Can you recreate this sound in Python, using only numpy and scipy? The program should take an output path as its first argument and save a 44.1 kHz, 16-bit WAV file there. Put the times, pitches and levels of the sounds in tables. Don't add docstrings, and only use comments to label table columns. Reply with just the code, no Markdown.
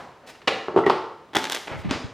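import sys
import numpy as np
from scipy import signal
from scipy.fft import rfft, irfft, next_fast_len
from scipy.io import wavfile

SR = 44100
rng = np.random.default_rng(int(sys.argv[2]) if len(sys.argv) > 2 else 0)


def wrap_up_sound(samples):
    columns = np.atleast_2d(samples).T
    tamed = np.clip(columns, -1, 1)
    steps = np.round(tamed * 32767).astype(np.int16)
    wavfile.write(sys.argv[1], SR, steps)


N = 93977
LEAD_S, LANES = .2, 8
SIZE = next_fast_len(2 * N)
T = np.arange(SIZE) / SR


def undb(db):
    return 10 ** (np.asarray(db) / 20)


def bin_hz(size):
    return np.maximum(np.fft.rfftfreq(size, 1 / SR), 1)


def along(points, hz):
    freqs, values = np.array(points).T
    return np.interp(np.log(hz), np.log(freqs), values)


def unit(x):
    return x / np.sqrt(np.sum(x ** 2) + 1e-18)


def track():
    return np.zeros((LANES, SIZE))


def add(lanes, s, db, x, over_s=.01):
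    start = max(int((s + LEAD_S) * SR), 0)
    x = x[:SIZE - start]
    lanes[rng.integers(LANES), start:start + len(x)] += undb(db) * np.sqrt(SR * over_s) * unit(x)


def tint(x, colour, edge_hz=np.inf, size=4096):
    hz = bin_hz(size)
    gain = undb(along(colour, hz)) / np.hypot(1, (hz / edge_hz) ** 2)
    cepstrum = irfft(np.log(gain))
    cepstrum[1:size // 2] *= 2
    cepstrum[size // 2 + 1:] = 0
    impulse = irfft(np.exp(rfft(cepstrum)))[:size // 2]
    return signal.fftconvolve(x, impulse)


def fade(t, t60_s):
    return np.exp(-np.log(1000) * t / t60_s)


def crack(t60_s, rise_s=.00042):
    t = T[:int(2 * t60_s * SR) + 20]
    attack = np.minimum(t / rise_s, 1)
    envelope = fade(t, t60_s) * attack
    x = rng.standard_normal(2 ** 14)[:len(t)] * envelope
    for _ in range(3):
        flat = irfft(np.exp(1j * np.angle(rfft(x))), len(t))
        x = flat * np.minimum(10 * envelope, 1)
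    return x * attack


def ring(modes, contact_s=.0017):
    t = T[:SR]
    swing = sum((-1) ** k * undb(db) * np.sin(2 * np.pi * hz * t) * fade(t, t60_s)
                for k, (hz, db, t60_s) in enumerate(modes))
    return swing * np.sin(np.pi / 2 * np.minimum(t / contact_s, 1)) ** 2


def grains(length_s, per_s, spread_db):
    n = int(length_s * SR)
    slips = rng.random(SR)[:n] < per_s / SR
    gain = undb(spread_db * np.minimum(rng.exponential(size=SR)[:n], np.pi))
    sign = rng.choice([-1, 1], SR)[:n]
    swell = np.sin(np.pi * np.arange(n) / n) ** .5
    return slips * sign * gain * swell


# (frequency [Hz], gain [dB])
ROOM_TONE_COLOUR = [(25, 1), (60, -7.5), (140, 2.5), (250, -2), (450, 0.5), (1000, -4.5), (1600, -8),
                    (4400, -20), (11000, -36.5), (16000, -40)]


def room_tone(level_db=-53.5):
    noise = tint(rng.standard_normal(SIZE), ROOM_TONE_COLOUR)[:SIZE]
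    return rfft(undb(level_db) * np.sqrt(SIZE) * unit(noise))


# (frequency [Hz], gain [dB])
DULL_KNOCK_COLOUR = [(60, -4), (190, -5.5), (400, -1.5), (950, 2.5), (2000, -9), (5000, -20.5),
                     (14000, -41)]


def dull_knock():
    out = track()
    add(out, s=-.066, db=-26.5, x=tint(crack(t60_s=.021), DULL_KNOCK_COLOUR))
    return out


# (time [s], length [s], level [dB], upper edge [Hz])
SCUFFS = [(0.231, 0.037, -49.5, 920), (0.287, 0.017, -46.5, 5000), (0.264, 0.057, -46.5, 12000),
          (1.672, 0.014, -32.5, 2400), (1.686, 0.079, -35.5, 1560), (1.767, 0.061, -52, 12100),
          (1.827, 0.058, -43.5, 2420), (1.886, 0.075, -32, 2450)]
# (frequency [Hz], gain [dB])
SCUFF_COLOUR = [(80, -16), (300, -3), (550, 0), (850, -1), (1300, -6.5), (2300, -3), (5000, -9.5),
                (16000, -24)]


def scuffs():
    out = track()
    for s, length_s, db, edge_hz in SCUFFS:
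        friction = grains(length_s, per_s=2800, spread_db=3)
        add(out, s, db, tint(friction, SCUFF_COLOUR, edge_hz), over_s=length_s)
    return out


# (time [s], level [dB])
PEDAL_CLACKS = [(.351, -49), (.417, -47), (.4735, -21), (0.4758, -16.5), (.480, -18.5)]
# (frequency [Hz], gain [dB])
PEDAL_COLOUR = [(40, -33), (90, -9), (160, -13), (250, -2), (330, -5.5), (470, 4), (680, -1), (800, 0.5),
                (970, -0.5), (1450, -6), (2000, -2), (2800, -6), (4300, -11.5), (6000, -22), (10000, -38.5),
                (14000, -48), (16000, -64)]
# (frequency [Hz], gain [dB], t60 [s])
ROD_MODES = [(1290, 0, 0.043), (2010, -4, 0.028), (2624, 5, 0.026), (2860, 0, 0.052), (4006, -9, 0.047)]
# (frequency [Hz], gain [dB], t60 [s])
CAN_MODES = [(270.3, 1, 0.25), (326, -5.5, 0.69), (351, 1, 0.51), (446, 5, 0.63), (695, -3.5, 0.6),
             (774, -8, 0.96), (907, -1.5, .65), (1123, -8.5, 0.31), (1200, -5.5, .85), (1335, -4.5, 0.77)]


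def pedal(rod_db=-8, can_db=-13.5):
    out, can, rod = track(), ring(CAN_MODES), ring(ROD_MODES)
    for s, db in PEDAL_CLACKS:
        add(out, s, db, tint(crack(t60_s=.055), PEDAL_COLOUR))
        add(out, s, db + rod_db, rod)
        add(out, s, db + can_db, can)
    return out


# (time [s], boom level [dB], clack level [dB], clack edge [Hz], boom pitch [ratio])
LID_KNOCKS = [(0.6827, -28.5, -27.5, 1600, 1.02), (0.707, -32.5, -44, 1200, .97),
              (0.742, -27.5, -40, 1190, 1.01), (0.7617, -12, -20.5, 1100, .97),
              (0.7727, -12.5, -22.5, 1730, 1.08), (0.7878, -23.5, -24, 1570, .95),
              (.864, -12.5, -26, 3100, 1.03), (0.876, -19.5, -24.5, 2580, .95),
              (0.8975, -19, -19.5, 5000, 1.04), (.902, -27.5, -21, 3500, 1.01)]
# (frequency [Hz], gain [dB], t60 [s])
LID_MODES = [(103.3, -22, 0.45), (140.5, -19, 0.17), (202, -10.5, 0.1), (245, -15.5, 0.17),
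             (364.8, 8, 0.066), (446.6, 0.5, 0.075), (830, 4, 0.027)]
# (frequency [Hz], gain [dB])
LID_CLACK_COLOUR = [(50, -20), (150, -14), (380, 0.5), (700, 1), (1200, 1), (1600, -8), (3000, -18.5),
                    (5000, -15.5), (8000, -44), (16000, -45)]


def lid_opens(can_db=-9.5):
    clack, boom, can = track(), track(), ring(CAN_MODES)
    for s, boom_db, clack_db, edge_hz, pitch in LID_KNOCKS:
        modes = [(hz * pitch, db, t60_s) for hz, db, t60_s in LID_MODES]
        add(boom, s, boom_db, ring(modes))
        contact = crack(t60_s=.021, rise_s=.00096)
        add(clack, s, clack_db, tint(contact, LID_CLACK_COLOUR, edge_hz))
        add(boom, s, max(boom_db, clack_db) + can_db, can)
    return clack, boom


# (time [s], level [dB])
RATTLES = [(0.76, -41), (0.776, -37.5), (0.861, -33), (0.895, -30.5)]
# (frequency [Hz], gain [dB])
RATTLE_COLOUR = [(300, -32), (1500, 2), (3000, 10), (5000, -5.5), (9000, -17.5), (16000, -33.5)]


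def hinge_rattles():
    out = track()
    for s, db in RATTLES:
        add(out, s, db, tint(crack(t60_s=.11, rise_s=.0016), RATTLE_COLOUR))
    return out


# (time [s], level [dB])
CLANKS = [(0.7884, -23.5), (.898, -17), (0.9021, -17)]
# (frequency [Hz], gain [dB], t60 [s])
CLANK_MODES = [(420, 0.5, .022), (872, 3.5, 0.043), (1150, -7, 0.022), (1360, -5, 0.03)]


def stop_clanks():
    out, clank = track(), ring(CLANK_MODES)
    for s, db in CLANKS:
        add(out, s, db, clank)
    return out


# (time [s], level [dB], pitch [Hz])
SQUEAKS = [(.8355, -33.5, 1923), (.8615, -24, 1956), (0.877, -35, 1973)]


def hinge_squeaks(length_s=.015, waver_depth=.056):
    out, n = track(), int(length_s * SR)
    swell = np.sin(np.pi * np.arange(n) / n)
    for s, db, hz in SQUEAKS:
        waver = np.interp(T[:n], np.linspace(0, length_s, 10), rng.standard_normal(10))
        phase = 2 * np.pi * np.cumsum(hz * (1 + waver_depth * waver)) / SR
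        add(out, s, db, np.sin(phase) * swell)
    return out


# (time [s], level [dB])
THUDS = [(1.3322, -41), (1.349, -24), (1.358, -21.5), (1.3653, -21)]
# (frequency [Hz], gain [dB])
THUD_COLOUR = [(35, -40), (60, -16), (170, -6.5), (323, 1.5), (469, -13.5), (850, -1.5), (1060, -6),
               (2090, -6.5), (2470, -20), (3420, -5), (4220, -25), (11000, -36), (16000, -44)]
# (frequency [Hz], gain [dB], t60 [s])
HOLLOW_MODES = [(174, -2, 0.057), (240, -2.5, 0.074), (333, 4, 0.065), (410.4, -1.5, 0.1), (764, 6, 0.057),
                (878, 1.5, 0.23)]


def pepper(hollow_db=-3):
    out, hollow = track(), ring(HOLLOW_MODES)
    for s, db in THUDS:
        add(out, s, db, tint(crack(t60_s=.039), THUD_COLOUR))
        add(out, s, db + hollow_db, hollow)
    return out


# (time [s], level [dB], upper edge [Hz], crease pitch [Hz])
SNAPS = [(1.338, -43, 3440, 2700), (1.3539, -29, 13200, 5660), (1.3671, -22, 6200, 3440),
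         (1.3754, -36, 11000, 2920), (1.3858, -35, 9000, 3880), (1.441, -29, 6800, 3370),
         (1.453, -30, 5500, 1900), (1.47, -34.5, 4000, 3020), (1.4978, -29, 8950, 3240),
         (1.5155, -37, 14000, 4400), (1.5212, -27, 15200, 3510), (1.5308, -32, 5500, 3500),
         (1.545, -32.5, 6000, 3210), (1.5481, -27.5, 11000, 3250), (1.553, -32, 7140, 2630),
         (1.5628, -32.5, 4530, 2120), (1.5709, -34, 4500, 2260)]
# (time [s], length [s], level [dB])
CRINKLES = [(1.348, 0.05, -34), (1.41, 0.052, -37.5), (1.503, 0.06, -35.5)]
# (frequency [Hz], gain [dB])
WRAPPER_COLOUR = [(100, -26.5), (320, 1), (550, 2), (800, 2), (1300, 1), (1900, 3.5), (2600, -1),
                  (3400, 3.5), (4300, -2), (6500, -4), (8000, -7), (14000, -11), (16000, -25)]


def wrappers(crease_db=-10.5):
    out = track()
    for s, db, edge_hz, crease_hz in SNAPS:
        add(out, s, db + crease_db, ring([(crease_hz, 0, .012)]))
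        add(out, s, db, tint(crack(t60_s=.0109), WRAPPER_COLOUR, edge_hz))
    for s, length_s, db in CRINKLES:
        crinkle = grains(length_s, per_s=800, spread_db=2)
        add(out, s, db, tint(crinkle, WRAPPER_COLOUR, edge_hz=5000), over_s=length_s)
    return out


# (time [s], level [dB], pitch [Hz])
BUMPS = [(1.713, -37, 100), (1.742, -37.5, 154), (1.762, -35.5, 113), (1.792, -34, 96), (1.846, -33.5, 214),
         (1.856, -27.5, 183), (1.882, -29.5, 135), (1.893, -33.5, 74.5), (1.945, -35.5, 90),
         (2.042, -30.5, 108)]


def bumps(t60_s=.051, side_db=8):
    mid, side = track(), track()
    side_colour = [(25, 3), (70, -14), (200, 1.5), (600, -18)]  # (frequency [Hz], gain [dB])
    for s, db, hz in BUMPS:
        add(mid, s, db, ring([(hz, 0, t60_s)]))
        add(side, s, db + side_db, tint(crack(t60_s=.1), side_colour, edge_hz=hz))
    return mid, side


# (frequency [Hz], gain [dB])
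CLAP_COLOUR = [(180, -41.5), (300, -2.5), (379, -12.5), (565, -16), (1120, -14), (1900, -19.5),
               (4370, -19.5), (7000, -28.5), (11300, -48), (14500, -55), (16000, -69)]
# (frequency [Hz], gain [dB], t60 [s])
RIM_MODES = [(2160, -7, 0.033), (3454, -1.5, 0.074), (4840, 1, 0.023), (5100, 1, 0.03)]
# (frequency [Hz], gain [dB], t60 [s])
CLOSED_BIN_MODES = [(266, 6, 0.039), (459, -21, 0.52), (270.8, -12.5, 0.45), (577.4, -19, 0.59),
                    (222, -20, 0.012)]


def lid_shuts(at_s=1.9098, clap_db=-25, rim_db=-37.5, boom_db=-18.5):
    clap, boom = track(), track()
    add(clap, at_s, clap_db, tint(crack(t60_s=.015), CLAP_COLOUR))
    add(clap, at_s, rim_db, ring(RIM_MODES))
    add(boom, at_s, boom_db, ring(CLOSED_BIN_MODES))
    return clap, boom


# (frequency [Hz], t60 [s])
ROOM_T60 = [(80, 0.48), (300, 0.65), (1000, 0.69), (3000, 0.54), (6000, 0.64), (14000, 0.44)]


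def kitchen_echoes(delay_s=.0048, build_s=.0012):
    centres_hz, t = np.geomspace(60, 16000, 7), T[:SR]
    noise = rfft(rng.standard_normal((LANES, SR)))
    tail = np.zeros((LANES, SR))
    for hz, weights in zip(centres_hz, np.eye(len(centres_hz))):
        band = along(list(zip(centres_hz, weights)), bin_hz(SR))
        tail += irfft(noise * band, SR) * fade(t, along(ROOM_T60, hz))
    onset = np.clip((t - delay_s) / build_s, 0, 1)
    return rfft(np.sqrt(LANES) * unit(tail * onset), SIZE)


# (frequency [Hz], side gain [dB])
SOUND_WIDTH = [(60, -31), (110, -50), (200, -54), (380, -55), (700, -40), (1290, -40.5), (2380, -29),
               (4400, -26.5), (8120, -16), (15000, -8)]
# (frequency [Hz], side gain [dB])
ROOM_TONE_WIDTH = [(60, -8), (110, -20), (200, -14.5), (380, -14), (1290, -20.5), (2380, -9.5), (4400, -16),
                   (8120, 0.5)]


def scene(direct_side_db=9):
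    lid_clack, lid_boom = lid_opens()
    clanks, rattles, squeaks = stop_clanks(), hinge_rattles(), hinge_squeaks()
    clap, bin_boom = lid_shuts()
    bump_mid, bump_side = bumps()
    # (lanes, room send [dB])
    sources = [(dull_knock(), -.5), (pedal(), -4),
               (lid_clack, -2), (lid_boom, -9), (rattles, -2), (clanks, -9), (squeaks, -9),
               (pepper(), -5), (wrappers(), -7), (scuffs(), -4),
               (bump_mid, -7.5), (clap, -1), (bin_boom, -7.5)]
    direct = rfft(sum(lanes.sum(axis=0) for lanes, _ in sources))
    send = rfft(sum(lanes * undb(db) for lanes, db in sources))
    echoes, hz = kitchen_echoes(), bin_hz(SIZE)
    mid = irfft(direct + (send * echoes).sum(axis=0) + room_tone(), SIZE)
    spread = 1j * undb(direct_side_db) * direct + (send * echoes[::-1]).sum(axis=0)
    spread *= undb(along(SOUND_WIDTH, hz))
    spread += room_tone() * undb(along(ROOM_TONE_WIDTH, hz))
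    side = irfft(spread, SIZE) + bump_side.sum(axis=0)
    start = int(LEAD_S * SR)
    return np.array([mid + side, mid - side])[:, start:start + N]


def record(dry):
    highpass = signal.butter(2, 48, "high", fs=SR, output="sos")
    lowpass = signal.ellip(8, .2, 80, 16000, fs=SR, output="sos")
    return signal.sosfilt(lowpass, signal.sosfilt(highpass, dry))


dry = scene()
out = record(dry)
wrap_up_sound(out)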